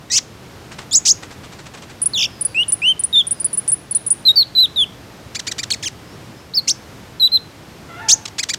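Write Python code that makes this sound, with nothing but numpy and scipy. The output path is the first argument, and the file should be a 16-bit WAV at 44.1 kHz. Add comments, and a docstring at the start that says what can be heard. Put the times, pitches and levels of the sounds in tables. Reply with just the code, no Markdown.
"""Harsh chirps cut through a low outdoor rumble: a caged sunbird, close by, sounding both sides of its
syrinx at once. Its wings flutter; then come high arched ticks, a warble, thin whistles and nasal chatter,
all sung by membranes swinging in its breath. A second bird whistles far off and a distant fowl squawks
once. The cage adds a faint spray of reflections, and the yard puts a soft echo behind the voices."""
import sys
import numpy as np
from scipy import signal
from scipy.fft import rfft, irfft, next_fast_len
from scipy.io import wavfile
from scipy.ndimage import uniform_filter1d, minimum_filter1d, map_coordinates

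SR = 44100
rng = np.random.default_rng(int(sys.argv[2]) if len(sys.argv) > 2 else 0)


def bounce(signal):
    """Save signal as a 16-bit WAV file at the path given by the first command-line argument."""
    frames = np.transpose(np.atleast_2d(signal))
    limited = np.clip(frames, -1, 1)
    pcm = np.round(limited * 32767).astype(np.int16)
    wavfile.write(sys.argv[1], SR, pcm)


N = 378378
TOP_HZ = 15900  # band limit

# Levels in the tables are relative: each layer gets its own gain in the mix.
# outdoor rumble and hiss: (frequency [Hz], level [dB])
AIR_SPECTRUM = [(15, -60.5), (25, -22.5), (74, -3), (120, 0), (256, -6.5), (335, -6), (363, -8.5),
                (394, -8.5), (714, -13), (818, -13.5), (4250, -23.5), (5430, -25), (12200, -36.5),
                (13200, -35), (16000, -46)]
# two-voiced chirps; pitches are the low voice's, intervals are high pitch over low:
# (time [s], length [s], crest after [s], start [Hz], knee [Hz], crest [Hz], end [Hz],
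#  first interval [ratio], crest interval [ratio], high voice joins after [s], leaves after [s],
#  its lead at the crest [dB], swell [dB], level [dB])
CHIRPS = [(0.1, .095, 0.072, 1857, 2230, 3240, 900, 1.28, 1.174, .015, 0.091, 0.5, 8, -12),
          (0.911, .062, 0.054, 3260, 4020, 5380, 4600, 1.08, 1.48, 0.017, .07, 16, 17, -5.5),
          (1.051, .075, .064, 1597, 4250, 6470, 7000, 1.28, 1.6, 0, 0.053, 4, 6, -7),
          (6.674, 0.049, .036, 2010, 2954, 5370, 5700, 1.18, 1.14, .005, .044, -1, -2, -13.5),
          (8.084, .061, .046, 2200, 3150, 6000, 7000, 1.33, 1.22, 0.00068, 0.045, 4, 4, -5.5)]
# open throat and beak, ringing near 6 kHz: (frequency [Hz], gain [dB])
OPEN_THROAT = [(800, -39), (1500, -22.5), (2400, -15.5), (3400, -8.5), (4200, -2), (6100, 8), (7300, 2.5),
               (8800, -6.5), (11000, -19.5), (15500, -24)]
# wing flicks: (time [s], level [dB])
WING_FLICKS = [(0.722, -21), (0.791, -20), (0.8244, -30.5), (1.2324, -20), (1.314, -23.5), (1.4424, -24),
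               (1.5285, -25.5), (1.5943, -23.5), (1.6644, -25), (1.7444, -24.5), (1.7794, -28.5),
               (1.827, -25.5), (1.9044, -24.5)]
# feather rustle: (frequency [Hz], level [dB])
FEATHER_SPECTRUM = [(200, -3.5), (700, -0.5), (1600, 0), (4000, -5.5), (8000, -10), (15000, -44.5)]
# the second chirp's thin tail: (time [s], length [s], start [Hz], middle [Hz], end [Hz], level [dB])
SQUEAL = [(0.971, .017, 6320, 6800, 7050, -9.5)]
# ticks in pairs, soft then loud: (time [s], length [s], crest [Hz], sag [Hz], level [dB])
TICKS = [(2.017, 0.025, 10060, 800, -14), (2.0582, 0.019, 10400, 299, -10.5), (2.41, 0.02, 10100, 700, -16),
         (2.45, 0.018, 10400, 500, -12), (2.6825, 0.026, 10020, 993, -17.5),
         (2.7218, .023, 10030, 100, -10), (2.9935, 0.019, 9900, 705, -17), (3.0365, 0.018, 9950, 647, -11),
         (3.2685, .018, 9680, 650, -19), (3.3088, 0.024, 9900, 450, -13), (3.4, .021, 9760, 451, -18.5),
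         (3.4445, 0.024, 10100, 450, -12), (3.53, 0.026, 10060, 548, -18), (3.574, .025, 10200, 650, -13.5),
         (3.678, .032, 9980, 1900, -13), (3.7183, .029, 10280, 800, -11), (3.91, .019, 10150, 703, -17),
         (3.949, 0.026, 10030, 653, -10.5), (4.064, 0.024, 10100, 953, -16.5),
         (4.104, 0.028, 9770, 353, -9)]
# narrowed throat of the warble: (frequency [Hz], gain [dB])
NARROW_THROAT = [(2200, -4), (3500, -1), (4800, 8.5), (5600, 1.5), (7000, -12.5), (8500, -25),
                 (15000, -25.5)]
# the second bird: (time [s], length [s], start [Hz], middle [Hz], end [Hz], level [dB])
FAR_WHISTLES = [(2.28, 0.26, 5200, 4950, 4450, -49), (3.34, 0.15, 5070, 4850, 4530, -49),
                (3.91, 0.079, 4700, 4080, 3600, -48), (6.04, .11, 4770, 5230, 5600, -54),
                (6.36, .07, 5050, 5130, 5200, -53)]
# the sunbird's whistles: (time [s], length [s], arc start [Hz], arc middle [Hz], arc end [Hz], dip [Hz],
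#  dip after [s], closing flick [Hz], loudest at [0-1], level [dB])
WHISTLES = [(2.546, 0.091, 2450, 2790, 2960, 0, .04, 1003, .64, -12.5),
            (2.8185, 0.11, 2370, 3005, 3090, 2.5, .04, -300, .68, -10.2),
            (3.128, 0.091, 3720, 3750, 3130, 300, .034, -100, .56, -8),
            (4.252, .068, 4110, 4070, 3930, 310, .045, -200, .52, -6),
            (4.3575, 0.076, 4830, 4450, 3950, 150, .014, -700, .3, -7.5),
            (4.551, 0.11, 3980, 4110, 3510, 210.5, .036, -600, .42, -7.5),
            (4.76, .085, 3900, 3530, 3000, 140, .028, -450, .55, -11),
            (6.537, .034, 3700, 5280, 4750, 0, .04, 0, .85, -16.5),
            (6.569, .031, 4800, 4380, 4150, 2, .04, -100, .2, -10),
            (7.198, .082, 4180, 4020, 4050, 170, .035, -1100, .6, -7.8),
            (7.318, .06, 4130, 4095, 4030, -1.5, .04, -800, .7, -9)]
# their timbre: (harmonic [number], level [dB])
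WHISTLE_HARMONICS = [(1, 0.5), (2, -31.5), (3, -26.5), (4, -46), (5, -45)]
# rise-and-fall calls: (time [s], rise length [s], fall after [s], top [Hz], level [dB])
CHATTER = [(5.347, .03, 0.044, 2460, -23), (5.467, 0.031, 0.046, 2440, -21.5),
           (5.581, 0.031, .049, 2490, -21.5), (8.382, .033, .047, 2540, -18.5),
           (8.487, .034, .047, 2440, -18.5)]
# squeaks among the chatter: (time [s], length [s], start [Hz], middle [Hz], end [Hz], level [dB])
SQUEAKS = [(5.703, .0095, 1150, 2200, 4300, -19.5), (5.7115, .017, 4250, 4200, 2900, -15.5),
           (5.733, 0.017, 2650, 2330, 1650, -22.5), (5.826, .033, 3600, 1680, 3050, -25.5),
           (5.857, .03, 3180, 2920, 1650, -21.5), (8.254, .011, 1280, 1223, 800, -24.5),
           (8.277, 0.012, 1150, 1030, 850, -33)]
# half-open beak of the chatter: (frequency [Hz], gain [dB])
HALF_OPEN_BEAK = [(900, -29.5), (1500, -20), (2400, -10.5), (3400, -4), (4600, 1), (6000, 3), (7300, 3.5),
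                  (8800, -4.5), (11000, -15.5), (15500, -15)]
# the fowl's two notes: (time [s], length [s], start [Hz], middle [Hz], end [Hz], level [dB])
SQUAWK = [(7.885, .125, 690, 678, 745, -35.5), (7.99, .095, 800, 903, 815, -35.5)]
# the fowl's throat: (frequency [Hz], gain [dB])
FOWL_THROAT = [(400, -33), (750, -1), (1400, 2.5), (2050, -4.5), (2750, -12), (3500, -15), (5000, -42)]
# decay of the yard's echo: (frequency [Hz], time to fall 60 dB [s])
YARD_DECAY = [(500, 1), (3500, 0.32), (7000, 0.3), (10000, 0.33), (16000, 0.069)]


def amp(db):
    """Decibels to gain."""
    return 10 ** (np.asarray(db) / 20)


def along(points, hz):
    """Read a curve on a log frequency axis."""
    frequencies, values = np.transpose(points)
    return np.interp(np.log(np.abs(hz) + 1), np.log(frequencies + 1), values)


def add(track, s, sound):
    """Mix a sound into the track at time s."""
    part = track[max(round(s * SR), 0):][:len(sound)]
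    part += sound[:len(part)]


def wobble(n, rate):
    """A smooth random curve, rate knots a second."""
    knots = rng.standard_normal(int(n * rate / SR) + 4)
    return map_coordinates(knots, [np.arange(n) * rate / SR])


def filtered(x, gain):
    """Equalise x by gain(hz)."""
    size = next_fast_len(len(x) + 8192)
    return irfft(rfft(x, size) * gain(np.fft.rfftfreq(size, 1 / SR)), size)[:len(x)]


def noise(spectrum):
    """Coloured noise of rms 1."""
    x = filtered(rng.standard_normal(N), lambda hz: amp(along(spectrum, hz)))
    return x / np.sqrt(np.mean(x ** 2))


def clock(length):
    """Seconds t and share u of the note gone by."""
    t = np.arange(round(length * SR)) / SR
    return t, t / t[-1]


def bend(u, start_hz, middle_hz, end_hz):
    """One smooth arc of pitch through three points."""
    bow_hz = middle_hz - (start_hz + end_hz) / 2
    return start_hz + (end_hz - start_hz) * u + bow_hz * (1 - (2 * u - 1) ** 2)


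def swell(u, loudest, first_db, last_db, fullness):
    """Level in dB of one push of air: up from first_db to 0, then down to last_db."""
    away = np.where(u < loudest, 1 - u / loudest, (u - loudest) / (1 - loudest))
    edge = amp(np.where(u < loudest, first_db, last_db))
    return 20 * np.log10(1 - (1 - edge) * np.abs(away) ** fullness)


def slurs(rows, loudest, first_db, last_db):
    """Simple notes (time, pitch, level): one arc of pitch under one push of air."""
    for s, length, *arc_hz, db in rows:
        t, u = clock(length)
        yield s, bend(u, *arc_hz), db + swell(u, loudest, first_db, last_db, fullness=2.1)


def swing(hz, jitter):
    """Phase of a tone whose pitch trembles by the share jitter."""
    return 2 * np.pi * np.cumsum(hz * (1 + jitter * wobble(len(hz), rate=1400))) / SR


def unsettled(n, settle_s):
    """1 at the onset, dying away as the membranes lock into a regular cycle."""
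    return np.exp(-(np.arange(n) / SR / settle_s) ** 2)


def voiced(partials, db, attack_s):
    """Sum (pitch, phase, gain) partials into a note of level db with quick fades."""
    wave = sum(gain * (hz < TOP_HZ) * np.sin(phase) for hz, phase, gain in partials)
    power = sum(gain ** 2 for _, _, gain in partials) / 2
    t = np.arange(len(db)) / SR
    fades = np.clip(np.minimum(t / attack_s, t[::-1] / 0.0011), 0, 1)
    return wave / np.sqrt(power) * amp(db) * fades


def air(bed_db=-39, whine_hz=13270, whine_db=-68):
    """A steady bed of outdoor rumble and hiss, with a thin wavering whine far above."""
    whine = np.sin(swing(whine_hz + 45 * wobble(N, rate=4), jitter=0.005))
    bed = amp(bed_db + 0.9 * wobble(N, rate=3.85)) * noise(AIR_SPECTRUM)
    return bed + amp(whine_db + 3 * wobble(N, rate=9)) * whine


def click(db, decay_s, centre_hz=7000):
    """The tiny broadband snap of the syrinx bursting open."""
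    t = np.arange(SR // 200) / SR
    burst = 2 * wobble(len(t), rate=5500) * np.sin(2 * np.pi * centre_hz * t)
    return amp(db) * np.exp(-t / decay_s) * burst


def chirp_notes(surge_s=0.017, switch_s=0.0013, muted_db=28, attack_s=0.009, release_s=0.011, edge_db=13):
    """Both voices creep up, then surge to a crest; the high one sounds for part of the way."""
    for (s, length, crest_s, start_hz, knee_hz, crest_hz, end_hz, first_interval, crest_interval,
         joins_s, leaves_s, lead_db, swell_db, db) in CHIRPS:
        t, u = clock(length)
        log_pitches = np.log([start_hz, knee_hz, crest_hz, end_hz])
        low_hz = np.exp(np.interp(t, [0, crest_s - surge_s, crest_s, length], log_pitches))
        low_hz = uniform_filter1d(low_hz, size=200, mode="nearest")
        effort = np.minimum(t / crest_s, 1)
        high_hz = low_hz * (first_interval + (crest_interval - first_interval) * effort)
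        high_on = (np.tanh((t - joins_s) / switch_s) - np.tanh((t - leaves_s) / switch_s)) / 2
        balance_db = lead_db * effort ** 3 - muted_db * (1 - high_on)
        edges = np.maximum(1 - t / attack_s, 0) ** 2 + np.maximum(1 - (length - t) / release_s, 0) ** 2
        yield s, low_hz, high_hz, balance_db, db - swell_db * (1 - effort) - edge_db * edges


def chirps(coupling_db=-8, lock_hz=600, jitter=0.0082, rasp=0.028, scratch_db=-23, resonance=0.4):
    """Both sides of the syrinx share one airflow, so their sum and difference tones fill the throat."""
    out = np.zeros(N)
    for s, low_hz, high_hz, lead_db, db in chirp_notes():
        gap_db = np.abs(lead_db)
        clash = amp(-gap_db / 2) * unsettled(len(db), settle_s=0.03)  # equal sides disturb each other
        tremble = jitter + rasp * clash
        low, high = swing(low_hz, tremble), swing(high_hz, tremble)
        low_db, high_db = np.minimum(-lead_db, 0), np.minimum(lead_db, 0)
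        rolloff_db = -5 - 0.15 * gap_db  # a lone voice is purer
        # close pitches pull hardest
        sideband_db = coupling_db * np.maximum((high_hz - low_hz) / lock_hz, 0.8)
        partials = []
        for order in range(1, 7):
            for n in range(-1, order + 4):
                m = order - n
                hz = m * low_hz + n * high_hz
                phase = m * low + n * high + rng.uniform(0, 2 * np.pi)
                source_db = abs(m) * low_db + abs(n) * high_db + rolloff_db * (order - 1)
                source_db -= 2 * sideband_db * (min(m, 0) / order + min(n, 0))  # sidebands spread upwards
                source_db += 2 * wobble(len(db), rate=130)
                partials.append((hz, phase, amp(source_db + along(OPEN_THROAT, hz))))
        passed_db = 10 * np.log10(sum(gain ** 2 for _, _, gain in partials))
        db = db + resonance * (passed_db - passed_db.mean())  # louder across the throat's resonance
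        turbulence = amp(db + scratch_db - gap_db / 2) * rng.standard_normal(len(db))
        add(out, s, voiced(partials, db, attack_s=0.0012) + turbulence * np.sin(low + high))
        add(out, s, click(-31, decay_s=0.002, centre_hz=5200))
    return out


def wings(rise_s=0.01, lead_s=0.0096, grain_db=2):
    """Each flick of the feathers is a short puff of uneven rustle."""
    puffs = np.zeros(N)
    age = np.arange(SR // 10) / SR / rise_s
    for s, db in WING_FLICKS:
        add(puffs, s - lead_s, amp(db) * (age * np.exp(1 - age)) ** 1.2)
    return puffs * amp(grain_db * wobble(N, rate=220)) * noise(FEATHER_SPECTRUM)


def pure_voice(notes, jitter, harmonics=((1, 0),), strain_db=-7, fray_db=-41):
    """One membrane sings a nearly pure line that frays in patches where it is pushed hardest."""
    out = np.zeros(N)
    for s, hz, db in notes:
        strain = 0.002 * amp(1.9 * np.minimum(db - strain_db, 2))
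        phase = swing(hz, jitter + strain)
        even_db = -7 * np.log2(hz / 2900)  # a taut membrane swings more symmetrically
        partials = []
        for k, level_db in harmonics:
            shimmer_db = 2.5 * (k > 1) * wobble(len(hz), rate=45)
            partials.append((k * hz, k * phase, amp(level_db + even_db * (k % 2 == 0) + shimmer_db)))
        patches_db = 6 * wobble(len(hz), rate=70)
        fray = amp(fray_db + db - db.max() + patches_db) * wobble(len(hz), rate=3500)
        add(out, s, voiced(partials, db, attack_s=0.00062) * (1 + fray))
        add(out, s, click(db[0] - 24, decay_s=0.0004))
    return out


def squeal():
    """One membrane tops off the second chirp with a thin rising tone."""
    return pure_voice(slurs(SQUEAL, loudest=0.15, first_db=-2, last_db=-9.5), jitter=0.007)


def ticks(hold_s=0.006, usual_db=-12.5, doubling_db=13):
    """Each tick snaps open, shoots up to a crest near 10 kHz, then sags as the pressure drops."""
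    out = np.zeros(N)
    for s, length, crest_hz, sag_hz, db in TICKS:
        t, u = clock(length)
        effort = 2 ** ((db - usual_db) / doubling_db)  # loud ticks climb further and for longer
        climb_hz = effort * 2130 * np.exp(-t / (effort * 0.003))
        snap_hz = 2200 * np.exp(-t / 0.00016)
        sag = np.clip((t - hold_s) / (length - hold_s), 0, 1) ** 2
        hz = crest_hz - climb_hz - snap_hz - sag_hz * sag
        level_db = db + swell(u, loudest=0.3, first_db=-5.5, last_db=-12.5, fullness=1.8)
        add(out, s, voiced([(hz, swing(hz, jitter=0.0039), 1)], level_db, attack_s=0.00055))
        add(out, s, click(db - 16, decay_s=0.0005))
    return out


def nasal_voice(notes, throat, slope_db, jitter, rasp=0):
    """A pulsed voice sweeps its harmonics through the throat; rasp roughens slack, low onsets."""
    out = np.zeros(N)
    for s, hz, db in notes:
        chaos = rasp * unsettled(len(hz), settle_s=0.016) * min(1, (1000 / hz[0]) ** 2)
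        phase = swing(hz, jitter + chaos)
        partials = [(k * hz, k * phase, amp(along(throat, k * hz) - slope_db * np.log2(k)))
                    for k in range(1, 13)]
        flutter_db = 20 * chaos * wobble(len(hz), rate=1400)
        add(out, s, voiced(partials, db + flutter_db, attack_s=0.0012))
    return out


def warble(s=2.1345, start_hz=4599, settled_hz=2990, vibrato_hz=62.5, from_s=0.0328, until_s=0.123):
    """A slide down into fast vibrato, sung through a narrowed throat; it stops on a low swing."""
    t, u = clock(0.129)
    slide_hz = settled_hz + (start_hz - settled_hz) * np.exp(-t / 0.022)
    push = np.exp(-((t - 0.1) / 0.014) ** 2)  # a last push of air widens the swings
    depth_hz = 500 * (1 - np.exp(-np.maximum(t - from_s, 0) / 0.007)) + 260 * push
    turn = 2 * np.pi * vibrato_hz * (np.minimum(t, until_s) - from_s)
    hz = slide_hz + depth_hz * np.sin(turn + 0.35 * np.sin(turn))  # rises faster than it falls
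    db = -16.5 + 3 * push + swell(u, loudest=0.6, first_db=-4, last_db=-3, fullness=1.7)
    return nasal_voice([(s, hz, db)], NARROW_THROAT, slope_db=3.5, jitter=0.004)


def far_bird():
    """A second bird's membrane draws faint, trembling glides."""
    return pure_voice(slurs(FAR_WHISTLES, loudest=0.45, first_db=-7, last_db=-6.5), jitter=0.018)


def whistles(dip_s=0.015, flick_s=0.0032):
    """Each whistle is an arc of pitch that may dip on the way, and flicks aside as the syrinx closes."""
    notes = []
    for s, length, *arc_hz, dip_hz, dip_after, flick_hz, loudest, db in WHISTLES:
        t, u = clock(length)
        dip = np.exp(-((t - dip_after) / dip_s) ** 2)
        closing = np.exp((t - t[-1]) / flick_s)
        hz = bend(u, *arc_hz) - dip_hz * dip + flick_hz * closing
        breath_db = swell(u, loudest, first_db=-13.5, last_db=-6.5, fullness=1.3)
        notes.append((s, hz, db + breath_db - 11 * closing))
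    return pure_voice(notes, jitter=0.0026, harmonics=WHISTLE_HARMONICS)


def chatter(slack_hz=784, knee=0.3, knee_width=0.12, fall_s=0.0145):
    """Through a half-open beak, calls rise from a slack rasp, break off and fall, among squeaks."""
    notes = []
    for s, length, fall_after, top_hz, db in CHATTER:
        t, u = clock(length)
        rise_hz = slack_hz + (top_hz - slack_hz) / (1 + np.exp((knee - u) / knee_width))
        rise_db = db + swell(u, loudest=0.42, first_db=-11, last_db=-23, fullness=1.2)
        t, u = clock(fall_s)
        fall_hz = top_hz * (0.84 - 0.41 * u ** 2)
        fall_db = db + swell(u, loudest=0.5, first_db=-13.5, last_db=-10.5, fullness=1.6)
        notes += [(s, rise_hz, rise_db), (s + fall_after, fall_hz, fall_db)]
    notes += slurs(SQUEAKS, loudest=0.37, first_db=-4, last_db=-8)
    return nasal_voice(notes, HALF_OPEN_BEAK, slope_db=8, jitter=0.0088, rasp=0.1)


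def fowl():
    """A hoarse two-note squawk: unsteady pulses through a throat that rings near 1.4 kHz."""
    notes = slurs(SQUAWK, loudest=0.34, first_db=-7, last_db=-1.5)
    return nasal_voice(notes, FOWL_THROAT, slope_db=0, jitter=0.033)


def cage(x, t60=0.078, gap_s=0.0015):
    """Bars, perch and floor send back a quick spray of copies."""
    t = np.arange(SR // 10) / SR
    spray = rng.standard_normal(len(t)) * amp(-60 * t / t60) * (t > gap_s)
    return signal.fftconvolve(x, spray / np.linalg.norm(spray))[:N]


def yard(x, gap_s=0.005):
    """Scattered echoes from walls and plants; the treble dies first."""
    hz, t, spectrum = signal.stft(rng.standard_normal(SR // 2), SR, nperseg=256)
    decay = amp(-60 * t / along(YARD_DECAY, hz)[:, None])
    _, tail = signal.istft(spectrum * decay, SR, nperseg=256)
    tail *= np.arange(len(tail)) / SR > gap_s
    return signal.fftconvolve(x, tail / np.linalg.norm(tail))[:N]


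def scene():
    """The sunbird sits up front, almost dry; the distant voices are much wetter."""
    near = amp(0.1) * ticks() + amp(-0.85) * chirps() + whistles() + squeal() + warble()
    near += amp(1.5) * chatter() + amp(-12.5) * wings()
    far = fowl() + far_bird()
    foreground = near + amp(-18.5) * cage(near) + amp(-25) * yard(near)
    background = amp(-1.5) * far + amp(-4) * yard(far) + air()
    return (foreground + background)[None]


def record(dry, ceiling=0.9):
    """A limiter holds down the loudest notes; everything above the band limit is cut."""
    needed = np.minimum(1, ceiling / (np.abs(dry[0]) + 1e-9))
    gain = uniform_filter1d(minimum_filter1d(needed, size=400), size=300)
    return filtered(dry[0] * gain, lambda hz: hz < TOP_HZ)[None]


dry = scene()
out = record(dry)
bounce(out)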